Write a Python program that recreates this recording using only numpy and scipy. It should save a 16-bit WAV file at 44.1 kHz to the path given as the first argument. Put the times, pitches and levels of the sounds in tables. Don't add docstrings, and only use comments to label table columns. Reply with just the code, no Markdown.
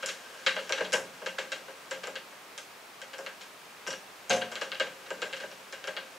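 import sys
import numpy as np
from scipy import signal
from scipy.fft import rfft, irfft, next_fast_len
from scipy.io import wavfile
from scipy.ndimage import uniform_filter1d

SR = 44100
rng = np.random.default_rng(int(sys.argv[2]) if len(sys.argv) > 2 else 0)


def dump_mix(stems):
    frames = np.atleast_2d(stems).T
    limited = np.clip(frames, -1, 1)
    pcm = np.round(limited * 32767).astype(np.int16)
    wavfile.write(sys.argv[1], SR, pcm)


N = 272528
TOP_HZ = 15700
T = np.arange(2 * SR // 5) / SR

# (centre [Hz], width [Hz], peak over its broad response [dB])
FRAME_MODES = [(183.2, 10.7, 13.5), (427, 51, 12.5), (478.6, 33, 10), (533, 19, 21), (615, 19, 14),
               (838, 22, 7), (975, 30, 3), (1236, 26, 4), (1376, 24, 3), (1470, 24, 2), (1558, 32, 16),
               (1595, 44, 15), (1630, 44, 12), (1675, 32, 9), (1780, 45, 3), (2190, 32, 5), (2708, 40, 6),
               (2868, 40, 9), (3030, 44, 6), (3206, 30, 12), (3355, 40, 4), (3850, 59, 4.5), (4140, 46, 0),
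               (4350, 9.8, -8), (5490, 270, 5.5), (7000, 3300, 6.5), (8350, 190, 2)]


def knocks(contact_t60=0.0084, alike=0.4):
    # (time [s], strength [dB], brightness [dB per octave],
    #                click of the steel axle [dB], hardness of the contact [dB])
    pivot_knocks = [(0.0258, -39.5, -1, -3, -2), (.0602, -45.5, 2.5, 12, 5), (.086, -41.5, 4.5, 0, -4),
                    (0.4639, -28.5, 3.5, -6, 1.5), (0.561, -38, -1, -6, 1), (.5848, -42, -1, -6.5, -5),
                    (0.6938, -39.5, -2.5, 6, 7), (.7231, -34.5, 3.5, -5.5, 8.5), (0.7774, -40, 0.5, -5, -1),
                    (.804, -36, -4.5, -2, -13), (.8442, -48.5, 7.5, -7, -3), (.922, -39.5, 1.5, 3, 4),
                    (0.9296, -35, -.5, 11, -1), (.937, -31, -1.5, 0, 9), (1.2178, -50.5, -6, 1.5, 8),
                    (1.2605, -38, .5, -1, 1), (1.3814, -37.3, 0.6, -1.5, -11),
                    (1.5184, -38.5, 2.5, -0.5, 5.5), (1.6793, -51.5, -4.5, -8, -6),
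                    (1.9103, -39.5, -1.5, 3.5, 1), (2.0336, -44, 1, -0.5, -3.5),
                    (2.0715, -45.5, -4, 8.5, 8), (2.1552, -42.5, 2.5, -6, 5), (2.323, -58, -1.5, 0, -10),
                    (2.5777, -49.5, 4.5, 5, 5), (3.0164, -48, .5, 3.5, 5), (3.1325, -47, 1, -3, 2),
                    (3.1826, -48.5, -6, 13.5, 0), (3.263, -43.5, 1.5, -5, 5), (3.4102, -53, 4.5, 2, -1),
                    (3.8657, -46.5, -1.5, -3, 13), (3.872, -41, -1.5, 8, -6), (3.9045, -45, 2, 4.5, 0),
                    (3.929, -46, 2, -1, 9), (4.2964, -40, -2, 13.5, 0), (4.304, -31.5, 3.5, -4.5, -3),
                    (4.3316, -41, -7.5, 16, 7), (4.362, -47, -8.5, 21, 0), (4.4139, -38.5, 2, -13, 0),
                    (4.517, -45.5, -.5, 5, 0), (4.555, -43, 4, -4, 6), (4.613, -38, 0, 0, 0),
                    (4.7175, -41, 4, -14, 7), (4.746, -48.5, 3.5, -9, 6), (4.7986, -31, 0, -4.5, 3),
                    (4.865, -48, -2.5, -2, -8), (5.0623, -53, 0.5, -7, 4), (5.1047, -41, -4, 1.5, 8),
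                    (5.2184, -36.5, 0.5, -3.5, 1), (5.328, -40.5, 1.5, -7.5, 2), (5.366, -49.5, 3.5, -1, 4),
                    (5.402, -46, 0.5, -1, 3), (5.4324, -46.5, -5, -3.5, -17), (5.515, -54, 1, -6, 6),
                    (5.725, -45.5, 0.5, 3.5, 5), (5.8408, -45.5, 1, -3, 8), (5.8735, -39.5, -1.5, 2, 2.5),
                    (5.9663, -41, 3.5, -13, 2.5)]
    # (low edge [Hz], high edge before the band limit [Hz], swell [s],
    #                           body t60 [s], room t60 [s], room [dB], contact [dB], clean ring [dB])
    registers = [(99, 298, 0.013, 0.28, 1, -7.5, -25, -5.5),
                 (350, 1110, 0.0083, 0.082, 0.37, -11.5, -11, 1.5),
                 (1090, 2205, 0.0021, 0.046, 0.26, -7.5, -4.5, -6.5),
                 (1900, 2980, 0.0058, 0.12, 0.29, -7.5, -0.5, -8),
                 (3204, 4770, 0.005, 0.069, 0.26, -4.5, 3, -5.5),
                 (4880, 7930, 0.0051, 0.05, 0.27, 0, 8.5, -34),
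                 (7930, 20000, 0.0039, 0.056, 0.36, -1.5, 4, -22)]
    # (delay [s], level [dB])
    echoes = [(.0048, -0.5), (.0072, -20), (.0092, -15)]

    times, strength_db, bright_db, steel_db, hardness_db = np.transpose(pivot_knocks)
    rings = np.array([[ring()] for _ in times])
    contacts = amp(hardness_db)[:, None, None] * fade(contact_t60)
    for delay, db in echoes:
        add(contacts, delay, amp(db) * fade(contact_t60))

    out = np.zeros((2, N))
    for lo, hi, swell, body_t60, room_t60, room_db, contact_db, ring_db in registers:
        level_db = voicing(np.sqrt(lo * hi), strength_db, bright_db, steel_db)
        band = signal.butter(4, [lo, min(hi, TOP_HZ)], "band", fs=SR, output="sos")
        rise = 1 - np.exp(-(T / swell) ** 2)
        spread = rise * np.hypot(fade(body_t60), amp(room_db) * fade(room_t60))
        envelope = np.hypot(spread, amp(contact_db) * contacts)

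        fixed_paths = rng.standard_normal((2, len(T)))
        changing_paths = rng.standard_normal((len(times), 2, len(T)))
        paths = np.sqrt(alike) * fixed_paths + np.sqrt(1 - alike) * changing_paths

        hits = struck(signal.sosfilt(band, filtered(paths * envelope, frame)))
        hits[:, :1] += amp(ring_db) * struck(signal.sosfilt(band, rings * rise))
        for s, db, hit in zip(times, level_db, struck(hits)):
            add(out, s, amp(db) * hit)
    return out


def voicing(hz, strength_db, bright_db, steel_db):
    # (frequency [Hz], level in the register around it [dB])
    knock_colour = [(173, -24.5), (630, -.3), (1560, 0.16), (2400, -2), (3860, -6), (6180, -9),
                    (11600, -22.5)]
    # (frequency [Hz], octaves from the frame's main clack,
    #                                             levelling off at both ends)
    tilt = [(170, -1.4), (630, -1.21), (1560, -0.13), (2400, .6), (3860, 1.48), (6100, 1.3), (11000, 1.54)]
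    # (frequency [Hz], share of its click level [ratio])
    steel_reach = [(3900, 0), (6100, 0.96), (11000, 1.32)]
    wood_db = strength_db + along(knock_colour, hz) + bright_db * along(tilt, hz)
    return wood_db + steel_db * along(steel_reach, hz)


def frame(hz):
    # (frequency [Hz], level [dB])
    broad = [(100, -11), (300, 1), (1000, 5), (3000, 4.5), (4500, 0), (7400, -5), (8600, -9), (11000, -9.5),
             (15500, -28)]
    peaks = sum(amp(db) ** 2 / (1 + (2 * (hz - centre) / width) ** 2) for centre, width, db in FRAME_MODES)
    magnitude = np.sqrt(1 + peaks) * amp(along(broad, hz))
    cepstrum = irfft(np.log(magnitude))
    half = len(cepstrum) // 2
    cepstrum[1:half] *= 2
    cepstrum[half + 1:] = 0
    return np.exp(rfft(cepstrum))


def ring(scatter_db=1.0):
    hz, width, db = np.transpose(FRAME_MODES)[:, :, None]
    t = T[:SR // 7]
    strength = amp(db + scatter_db * rng.standard_normal(hz.shape)) * np.sqrt(width)
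    decay = np.exp(-np.pi * width * t)
    modes = strength * decay * np.sin(2 * np.pi * (hz * t + rng.random(hz.shape)))
    return np.pad(modes.sum(0), (0, len(T) - len(t)))


def struck(hits):
    return hits / np.std(hits[:, :1, T < .03], axis=2, keepdims=True)


def pings(width_hz=320, ring_t60=0.033, room_t60=0.31, room_db=-14, level_db=-10):
    # (time [s], level before the common level_db [dB], pitch [Hz])
    pin_touches = [(0.0607, -23, 6700), (.0598, -24, 7230), (0.4635, -12, 3910), (0.723, -18.5, 5860),
                   (1.9105, -29.5, 7460), (2.071, -35, 7300), (2.578, -29, 3410), (2.578, -32, 6300),
                   (2.579, -36, 8640), (3.8717, -22, 5640), (3.905, -23.5, 5700), (4.2962, -16, 6370),
                   (4.3316, -20, 6200), (4.3622, -26, 6270), (4.754, -23, 2900), (5.105, -32, 7400),
                   (5.2182, -25, 7230), (5.5139, -38, 5660)]
    out = np.zeros((2, N))
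    for s, db, pitch in pin_touches:
        noise = rng.standard_normal((2, len(T)))
        echo = unit(filtered(noise, lambda hz: 1 / (1 + (2 * (hz - pitch) / width_hz) ** 2)))
        ping = amp(room_db) * echo * fade(room_t60)
        ping[0] += np.sin(2 * np.pi * pitch * T) * fade(ring_t60)
        add(out, s, amp(db + level_db) * ping)
    return out


def thuds(swell=0.0037, t60=0.21):
    # (time [s], level [dB])
    heavy_knocks = [(.466, -43), (.935, -38), (3.871, -40.5), (3.905, -47), (4.298, -33.5)]
    # (frequency [Hz], relative level [dB])
    board = [(40, -30), (90, -13), (130, -5), (260, 2.5), (400, -1), (600, -10), (850, 2), (1100, -5),
             (1500, -22), (4000, -60)]
    out = np.zeros((2, N))
    for s, db in heavy_knocks:
        noise = rng.standard_normal((2, len(T)))
        rumble = unit(filtered(noise, lambda hz: amp(along(board, hz))))
        add(out, s, amp(db) * rumble * fade(t60) * (1 - np.exp(-T / swell)))
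    return out


def jolts(time_s=4.299, level_db=-26, swell=0.0053):
    # (frequency [Hz], level before level_db [dB], t60 [s])
    arm_modes = [(123, -22, .7), (198, -15, .6), (227, -13, .8), (339, -17, .35), (492, -8, .3),
                 (619, -8, .25), (831, -9, .3), (1087, -13, .4), (3206, -3, .2), (524, -1, .33),
                 (539, -2, .3), (717, 0, .5)]
    arm = 0
    for hz, db, t60 in arm_modes:
        arm = arm + amp(db) * fade(t60) * np.sin(2 * np.pi * (hz * T + rng.random()))
    out = np.zeros((2, N))
    add(out[0], time_s, amp(level_db) * arm * (1 - np.exp(-T / swell)))
    return out


def bearings(level_db=-5.0):
    # (time [s], level before the common level_db [dB])
    rub_course = [(0, -48), (.7, -42.5), (1.0, -49.5), (2.1, -53), (2.7, -75), (3.4, -63), (4.2, -55),
                  (4.6, -51), (5.45, -48), (5.7, -54), (6.18, -51.5)]
    noise = rng.standard_normal((2, N))
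    rub = unit(filtered(noise, lambda hz: frame(hz) * hz ** 2 / (hz ** 2 + 250 ** 2)))
    course_db = np.interp(np.arange(N) / SR, *np.transpose(rub_course))
    return rub * amp(course_db + level_db)


def hiss(level_db=-50.5):
    # (frequency [Hz], relative level [dB])
    hiss_colour = [(15, -58), (25, -27), (64, -22.5), (89, -17.5), (269, -6.5), (333, -7), (403, -4),
                   (604, -3.5), (1090, -3.5), (1250, -3), (1510, -6), (2590, -7), (2970, -10),
                   (4820, -13.5), (15800, -24)]
    # (frequency [Hz], side relative to mid [dB])
    hiss_spread = [(60, -15), (110, -20), (200, -12.5), (380, -9.5), (700, -6), (1290, -5), (2380, -5),
                   (4400, -4.5), (8120, -5.5), (15000, -37)]
    noise = unit(filtered(rng.standard_normal((2, N)), lambda hz: amp(along(hiss_colour, hz))))
    return amp(level_db) * stereo(noise, hiss_spread)


def stereo(pair, width):
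    side = filtered(pair[1], lambda hz: amp(along(width, hz)))
    return np.array([pair[0] + side, pair[0] - side])


def fade(t60):
    return np.exp(-np.log(1000) * T / t60)


def add(track, s, sound):
    part = track[..., round(s * SR):][..., :sound.shape[-1]]
    part += sound[..., :part.shape[-1]]


def filtered(x, response):
    n = x.shape[-1]
    m = next_fast_len(n + SR // 5, True)
    return irfft(rfft(x, m) * response(np.fft.rfftfreq(m, 1 / SR)), m)[..., :n]


def along(points, hz):
    f, v = np.transpose(points)
    return np.interp(np.log(hz + 1), np.log(f + 1), v)


def amp(db):
    return 10 ** (np.asarray(db) / 20)


def unit(x):
    return x / np.sqrt(np.mean(x ** 2) + 1e-20)


def scene():
    # (frequency [Hz], side relative to mid [dB])
    room_spread = [(100, -59), (500, -18), (1200, -12.5), (7000, -11), (11000, -19)]
    # (frequency [Hz], left relative to right [dB])
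    lean = [(120, 0.5), (300, 0), (600, 1.5), (1400, 3), (2800, 1.9), (5500, 0.5), (9000, 0)]
    sculpture = stereo(knocks() + pings() + thuds() + jolts() + bearings(), room_spread)
    return filtered(sculpture, lambda hz: amp(np.outer([1, -1], along(lean, hz)) / 2)) + hiss()


def record(dry):
    return filtered(dry, lambda hz: hz < TOP_HZ)


dry = scene()
out = record(dry)
dump_mix(out)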